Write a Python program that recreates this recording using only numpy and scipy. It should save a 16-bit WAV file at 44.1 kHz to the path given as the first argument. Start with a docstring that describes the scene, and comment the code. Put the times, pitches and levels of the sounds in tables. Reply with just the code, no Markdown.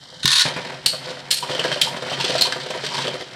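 """One top grinds alone in a thin plastic arena, then a toothed cord clacks and whirs through a launcher.
A second top thuds down twice; rims clash, crack and ring, a wobbling top knocks and scrapes the shell.
Sources are sines, pulses and gritty noise shaped by resonances of shell, rims and launcher.
Throughout: grinding tips, shell boom, short room tail, faint rumble and hiss; the microphone rounds peaks."""
import sys
import numpy as np
from scipy import signal
from scipy.io import wavfile
from scipy.ndimage import uniform_filter1d

SR = 44100
rng = np.random.default_rng(int(sys.argv[2]) if len(sys.argv) > 2 else 0)


def put_to_file(sound):
    """Save the sound as 16-bit audio at rate SR, in the file named by the first command-line argument."""
    columns = np.atleast_2d(sound).T  # one column per channel
    safe = np.clip(columns, -1, 1)
    whole_steps = np.round(safe * 32767)
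    wavfile.write(sys.argv[1], SR, whole_steps.astype(np.int16))


N = 147735
TIME_S = np.arange(N) / SR


def undb(db):
    """Decibels to amplitude."""
    return 10 ** (np.asarray(db) / 20)


def unit(x):
    """Scale to RMS 1."""
    return x / np.sqrt(np.mean(x ** 2))


def filtered(x, order, hz, kind="low"):
    """Butterworth low- or high-pass."""
    return signal.sosfilt(signal.butter(order, hz, kind, fs=SR, output="sos"), x)


def ring(x, hz, width_hz):
    """One resonance, gain 1 at its centre."""
    return signal.lfilter(*signal.iirpeak(hz, hz / width_hz, fs=SR), x)


def body(x, modes):
    """Sum of resonances of alternating sign, scaled so that white noise keeps its level."""
    impulse = np.eye(1, 8192)[0]
    response = 0
    for k, (hz, width_hz, db) in enumerate(modes):
        response = response + (-1) ** k * undb(db) * ring(impulse, hz, width_hz)
    return signal.fftconvolve(x, response / np.sqrt(np.sum(response ** 2)))[:N]


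def burst(start_s, hold_s, release_s):
    """Envelope: 0.49 ms attack, hold counted from the start, exponential release."""
    out, first = np.zeros(N), int(start_s * SR)
    hold_s, release_s = max(hold_s, 0), max(release_s, 1 / SR)
    length = int((hold_s + 10 * release_s) * SR) + 100
    t = np.arange(min(N - first, length)) / SR
    attack = np.clip(t / 0.00049, 0, 1)
    out[first:first + len(t)] = attack * np.exp(-np.clip(t - hold_s, 0, None) / release_s)
    return out


def curve(table, column):
    """Amplitude over time, interpolated in dB."""
    rows = np.array(table)
    return undb(np.interp(TIME_S, rows[:, 0], rows[:, column]))


GRIT_DB = 2.2  # mean of the exponential spread


def grit():
    """Dense contact clicks of uneven size, as noise with random gain per sample."""
    return unit(rng.standard_normal(N) * undb(GRIT_DB * rng.exponential(size=N)))


FLUTTER_RMS_DB, FLUTTER_STEP_HZ = 3, 190


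def flutter():
    """Quick random wavering of the contact pressure: smoothed random steps in dB."""
    step = int(SR / FLUTTER_STEP_HZ)
    levels = np.repeat(rng.standard_normal(N // step + 1), step)
    return undb(FLUTTER_RMS_DB * unit(uniform_filter1d(levels, step)[:N]))


# clashes of the two rims: start_s, level_db, ring_hz, ring_db, ring_t60_s, crack_s, rattle_db, treble_db
CLASHES = [(0.8599, -0.5, 4420, -20.5, 0.34, 0.0042, -21, -3),
           (1.3061, -5, 4260, -15, 0.22, 0.0085, -12.5, -3),
           (1.8138, 0, 3150, -23.5, 0.14, 0.0024, -19.5, -9),
           (2.4106, -1, 4160, -12, 0.076, 0.0017, -28, -6), (2.4185, -2, 4130, -18, 0.081, 0.0026, -25, -9)]
# rims touching again just after a clash: start_s, level_db
BOUNCES = [(0.869, -38), (1.318, -5), (1.3267, -15), (1.8166, -9), (1.821, -3)]
# resonances of the tops' metal and hard plastic: mode_hz, width_hz, level_db
RIM_MODES = [(1620, 830, -2.5), (2430, 720, 3.5), (3030, 637, 7.5), (3754, 977, 9.5), (4264, 557, 10.5),
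             (4765, 826, 10), (5387, 2420, 7), (6356, 1480, 3.5), (7250, 1080, -9.5), (8635, 455, -6.5)]
# resonances of the arena shell: mode_hz, width_hz, level_db
SHELL_MODES = [(135.5, 10.7, 3), (258, 100, -8.5), (390.6, 22.5, -3), (505.7, 31.7, -1), (619, 109, -1.5),
               (710, 223, -4.5), (946, 88, -3.5), (1573, 860, -6.5), (2170, 2180, -12)]
CRACK_DB, THUMP_DB, RATTLE_T60_S = -6, -25, 0.34
METAL_LOW_HZ, TREBLE_LOW_HZ = 2360, 5150
RING_WIDTH_HZ, HIGH_RING_HZ, HIGH_RING_DB = 340, 8495, -5


def rim_clashes(noise):
    """Rim impacts: a short crack with shell thump, a decaying ring and a rattle; bounces only crack."""
    noise = unit(noise)
    metal = filtered(body(noise, RIM_MODES), 1, METAL_LOW_HZ, "high")
    treble = unit(filtered(grit() * flutter(), 2, TREBLE_LOW_HZ, "high"))
    treble = treble + undb(HIGH_RING_DB) * unit(ring(noise, HIGH_RING_HZ, RING_WIDTH_HZ))
    thump = undb(THUMP_DB) * body(noise, SHELL_MODES)
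    out = np.zeros(N)
    for start_s, db, hz, ring_db, ring_t60_s, crack_s, rattle_db, treble_db in CLASHES:
        tone = unit(ring(ring(noise, hz, RING_WIDTH_HZ), hz, RING_WIDTH_HZ))
        clatter = metal + undb(treble_db) * treble
        impact = undb(CRACK_DB) * (clatter + tone / 2) / 2 + thump
        crack = burst(start_s, crack_s, 0.0021) * impact
        ringing = undb(ring_db) * burst(start_s, 0, ring_t60_s / np.log(1000)) * tone
        rattle = undb(rattle_db) * burst(start_s, 0, RATTLE_T60_S / np.log(1000)) * clatter
        out += undb(db) * (crack + ringing + rattle)
    for start_s, db in BOUNCES:
        out += undb(db + CRACK_DB) * burst(start_s, 0.00093, 0.0017) * (metal + treble / 2)
    return out


# scrapes of a rim along the shell: start_s, level_db, colour_hz, hold_s
SCRAPES = [(1.4285, -18, 3630, 0.011), (1.491, -31, 1800, 0.0051), (1.514, -20, 3030, 0.0053),
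           (1.549, -16, 3140, 0.006), (1.5934, -6.5, 3080, 0.0034), (1.64, -12, 1600, 0.0078),
           (1.6484, -13, 1570, 0.0081), (1.679, -21, 3090, 0.0057), (1.7164, -11.5, 1660, 0.011),
           (1.725, -9.5, 3080, 0.007), (1.7694, -23, 3000, 0.0058), (1.965, -22, 1740, 0.0063),
           (2.097, -16, 3560, 0.005), (2.1166, -17, 3440, 0.007), (2.131, -18, 2970, 0.007),
           (2.2, -10.5, 2780, 0.0062), (2.2423, -5.5, 3280, 0.011), (2.2892, -18, 3300, 0.0059),
           (2.304, -20, 4460, 0.0058), (2.354, -18, 5000, 0.0059), (2.3808, -10.5, 4600, 0.0088),
           (2.4576, -11.5, 4460, 0.013), (2.5228, -13.5, 1590, 0.01), (2.601, -14.5, 1730, 0.0044),
           (2.661, -27, 1650, 0.0039), (2.705, -19, 4720, 0.0044), (2.8374, -11.5, 1650, 0.0095),
           (2.864, -15.5, 3630, 0.007), (2.938, -14.5, 3810, 0.0057), (2.9796, -15, 1550, 0.007),
           (3.014, -16, 4030, 0.0079), (3.043, -19.5, 2780, 0.0061), (3.071, -14.5, 2930, 0.0098),
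           (3.1413, -23.5, 4110, 0.0076), (3.2074, -19, 1920, 0.005)]
SCRAPE_RELEASE_S, SCRAPE_DB = 0.008, -18
TICK_DB, TICK_S = 7, 0.0005  # tick_s: hold and release
COLOUR_DB, COLOUR_WIDTH_HZ = 1, 130
RIM_LINE_HZ, RIM_LINE_WIDTH_HZ, RIM_LINE_DB = 3090, 60, 17


def scrapes(noise):
    """Rim rubs shell: ticked noise bursts drive the rim modes, one fixed line and a colour per scrape."""
    push, coloured = np.zeros(N), np.zeros(N)
    for start_s, db, hz, hold_s in SCRAPES:
        tick = undb(TICK_DB) * burst(start_s, TICK_S, TICK_S)
        shape = undb(db + SCRAPE_DB) * (burst(start_s, hold_s, SCRAPE_RELEASE_S) + tick)
        push += shape
        coloured += undb(COLOUR_DB) * shape * unit(ring(noise, hz, COLOUR_WIDTH_HZ))
    line = undb(RIM_LINE_DB) * ring(noise * push, RIM_LINE_HZ, RIM_LINE_WIDTH_HZ)
    return coloured + body(noise * push, RIM_MODES) + line


# knocks of a wobbling top on the shell: start_s, level_db, pitch_hz, hold_s
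KNOCKS = [(0.93, -20.5, 588, 0.016), (1.045, -38, 623, 0.009), (1.069, -23.5, 509, 0.012),
          (1.104, -23.5, 493, 0.012), (1.426, -19, 966, 0.022), (1.495, -17.5, 483, 0.015),
          (1.533, -19.5, 517, 0.0088), (1.55, -16, 590, 0.0057), (1.592, -15, 476, 0.016),
          (1.64, -26, 590, 0.0068), (1.647, -12, 493, 0.012), (1.713, -15.5, 662, 0.016),
          (1.761, -19, 588, 0.014), (1.873, -24.5, 937, 0.016), (1.923, -26.5, 520, 0.017),
          (1.967, -20, 540, 0.0049), (2.023, -17.5, 490, 0.0083), (2.063, -20.5, 502, 0.012),
          (2.116, -17.5, 683, 0.013), (2.18, -26, 405, 0.0097), (2.198, -21.5, 924, 0.01),
          (2.241, -21.5, 408, 0.015), (2.297, -13.5, 510, 0.012), (2.352, -13.5, 630, 0.0078),
          (2.409, -21, 620, 0.014), (2.453, -23, 960, 0.012), (2.473, -16, 516, 0.0061),
          (2.558, -19.5, 500, 0.014), (2.66, -21, 496, 0.01), (2.702, -18.5, 517, 0.013),
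          (2.752, -19, 492, 0.012), (2.837, -21.5, 437, 0.015), (2.918, -25.5, 967, 0.01),
          (2.942, -17.5, 930, 0.014), (2.983, -19, 945, 0.016), (3.051, -21, 512, 0.012),
          (3.077, -16, 480, 0.0097), (3.141, -18.5, 517, 0.016), (3.204, -22, 494, 0.02)]
KNOCK_DB, KNOCK_RELEASE_S = -1.5, 0.0059
PITCH_DB, PITCH_WIDTH_HZ = -4, 120
STRIKE_DB, STRIKE_RELEASE_S = -4, 0.009


def knocks():
    """Wobbling top hits the shell: a burst of shell noise and pitched noise plus a decaying sine."""
    noise = grit()
    shaken = body(noise, SHELL_MODES)
    out = np.zeros(N)
    for start_s, db, hz, hold_s in KNOCKS:
        pitched = undb(PITCH_DB) * unit(ring(noise, hz, PITCH_WIDTH_HZ))
        out += undb(db + KNOCK_DB) * burst(start_s, hold_s, KNOCK_RELEASE_S) * (shaken / 2 + pitched) / 2
        sine = np.sin(2 * np.pi * hz * (TIME_S - start_s))
        out += undb(db + STRIKE_DB) * burst(start_s, 0, STRIKE_RELEASE_S) * sine
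    return out


# resonances of the launcher body: mode_hz, width_hz, level_db
LAUNCHER_MODES = [(1040, 136, -10), (1488, 63, -2.5), (1790, 113, -3), (2560, 570, -8.5), (3630, 386, 3.5),
                  (4430, 540, -0.5), (5330, 330, -4), (6200, 1250, -10), (9600, 2100, -15)]
# whir of the pulled cord: time_s, level_db
PULL = [(.226, -52), (.229, -27.5), (.25, -31.5), (.27, -26.5), (.33, -19), (.405, -14.5), (.425, -24),
        (.46, -25.5), (.52, -37)]
# teeth of the cord that clack loudest: start_s, level_db
TEETH = [(0.231, -6), (.255, 9), (0.265, -16), (0.277, 8), (0.287, -5), (.304, -2), (0.316, 1.5),
         (0.328, 1.5), (0.337, -2), (0.356, -6), (0.364, -6), (0.377, -16), (0.393, -9), (0.406, -1.5),
         (0.419, 2.5)]
TOOTH_HOLD_S, TOOTH_RELEASE_S, TOOTH_DB = 0.0014, 0.0027, -13.5
GEAR_START_S, GEAR_HOLD_S, GEAR_RELEASE_S, GEAR_DB = 0.402, 0.024, 0.0014, -33
GEAR_START_HZ, GEAR_RISE_HZ_PER_S = 1100, 3000


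def launcher():
    """Tooth clacks and whir excite the launcher body; the gear sings a rising sine as the cord runs out."""
    clacks = sum(undb(db + TOOTH_DB) * burst(s, TOOTH_HOLD_S, TOOTH_RELEASE_S) for s, db in TEETH)
    pulling = (TIME_S > PULL[0][0]) * (TIME_S < PULL[-1][0])
    whir = curve(PULL, 1) * flutter() * pulling
    gear_hz = GEAR_START_HZ + GEAR_RISE_HZ_PER_S * np.clip(TIME_S - GEAR_START_S, 0, 1)
    phase = 2 * np.pi * np.cumsum(gear_hz) / SR
    gear_level = undb(GEAR_DB) * burst(GEAR_START_S, GEAR_HOLD_S, GEAR_RELEASE_S) * flutter()
    return body(grit() * (clacks + whir), LAUNCHER_MODES) + gear_level * np.sin(phase)


# blunt thuds on the shell, first the hand's jolt, then two landings: start_s, level_db, push_s
THUDS = [(.247, -17, 0.0037), (0.454, -20.5, 0.0015), (0.563, -24, 0.0024)]
THUD_DB, RATTLE_DB, RATTLE_RELEASE_S = 7, 0, 0.035


def thuds():
    """One-sided pressure pulses, direct and through the shell; the landings leave it rattling."""
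    push = np.zeros(N)
    for start_s, db, push_s in THUDS:
        push -= undb(db) * np.sin(np.pi * np.clip((TIME_S - start_s) / push_s, 0, 1)) ** 2
    rattle = sum(undb(db + RATTLE_DB) * burst(s, 0, RATTLE_RELEASE_S) for s, db, _ in THUDS[1:])
    return undb(THUD_DB) * (push + body(push, SHELL_MODES) / 10) + rattle * body(grit(), SHELL_MODES)


TIP_DIP_HZ, TIP_DIP_WIDTH_HZ = 2550, 700


def rolling(x):
    """Tip noise, with a spectral dip (two notches) while the first top rolls alone."""
    alone = x
    for _ in range(2):
        alone = alone - ring(alone, TIP_DIP_HZ, TIP_DIP_WIDTH_HZ)
    return np.where(TIME_S < PULL[0][0], alone, x)


# grinding tips: time_s, shell_level_db, treble_level_db
GRIND = [(0, -52, -45.5), (.22, -47, -42.5), (.43, -57, -31), (.46, -34, -34), (.7, -35, -40.5),
         (.9, -47.5, -48.5), (1.05, -36, -38), (1.38, -44, -51), (1.5, -34, -33), (1.75, -32.5, -35),
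         (1.9, -35, -45.5), (2.13, -33.5, -35), (2.33, -29.5, -28), (2.55, -36, -39.5), (2.8, -36.5, -36.5),
         (2.97, -33.5, -31), (3.1, -32, -37.5), (3.26, -46, -42), (3.35, -36, -47.5)]
WHINE_HZ, WHINE_WIDTH_HZ, WHINE_DB = 3090, 70, -8


def grinding_tips(rub_noise, metal_noise):
    """Fluttering friction noise rumbles in the shell, hisses in the tops and whines at one resonance."""
    low = body(rolling(grit() * flutter()), SHELL_MODES) * curve(GRIND, 1)
    treble_level = curve(GRIND, 2)
    hiss = body(rolling(rub_noise) * treble_level, RIM_MODES)
    whine = unit(ring(metal_noise, WHINE_HZ, WHINE_WIDTH_HZ))
    return low + hiss + undb(WHINE_DB) * treble_level * whine


BOOM_HZ, BOOM_WIDTH_HZ, BOOM_DB = 141, 20, -51.5


def shell_boom():
    """Steady low resonance of the shell under fluttering noise."""
    return undb(BOOM_DB) * unit(ring(grit() * flutter(), BOOM_HZ, BOOM_WIDTH_HZ))


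ROOM_T60_S, ROOM_DB, ROOM_LOWPASS_HZ = 0.22, -12, 8200


def room_tail(dry):
    """Diffuse reflections: convolution with decaying, softened noise after a 6 ms gap."""
    t = np.arange(SR // 2) / SR
    tail = filtered(rng.standard_normal(len(t)), 1, ROOM_LOWPASS_HZ)
    tail = tail * 1000. ** (-t / ROOM_T60_S) * (t > 0.006)
    return undb(ROOM_DB) * signal.fftconvolve(dry, tail / np.sqrt(np.sum(tail ** 2)))[:N]


RUMBLE_DB, RUMBLE_LOWPASS_HZ, HISS_DB = -47, 49.4, -64.5


def background():
    """Faint low-passed noise rumble and white hiss."""
    rumble = unit(filtered(rng.standard_normal(N), 2, RUMBLE_LOWPASS_HZ))
    return undb(RUMBLE_DB) * rumble + undb(HISS_DB) * rng.standard_normal(N)


def scene():
    """Sum of all sources, room tail and background, as one channel."""
    # shared noises, so that overlapping sources add in phase
    rub_noise, metal_noise = grit() * flutter(), grit() * flutter()
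    sources = rim_clashes(metal_noise) + scrapes(rub_noise) + knocks() + launcher() + thuds()
    sources = sources + grinding_tips(rub_noise, metal_noise) + shell_boom()
    return (sources + room_tail(sources) + background())[None]


MIC_LOW_HZ, MIC_HIGH_HZ, CEILING, TOP_HZ = 105, 11180, 0.66, 15800


def record(dry):
    """The microphone loses bass and top treble, rounds the loudest peaks (tanh) and cuts the top."""
    x = filtered(dry, 3, MIC_LOW_HZ, "high")
    x = filtered(x, 4, MIC_HIGH_HZ)
    rounded = CEILING * np.tanh(x / CEILING)
    return signal.sosfilt(signal.ellip(10, 0.2, 80, TOP_HZ, fs=SR, output="sos"), rounded)


dry = scene()
out = record(dry)
put_to_file(out)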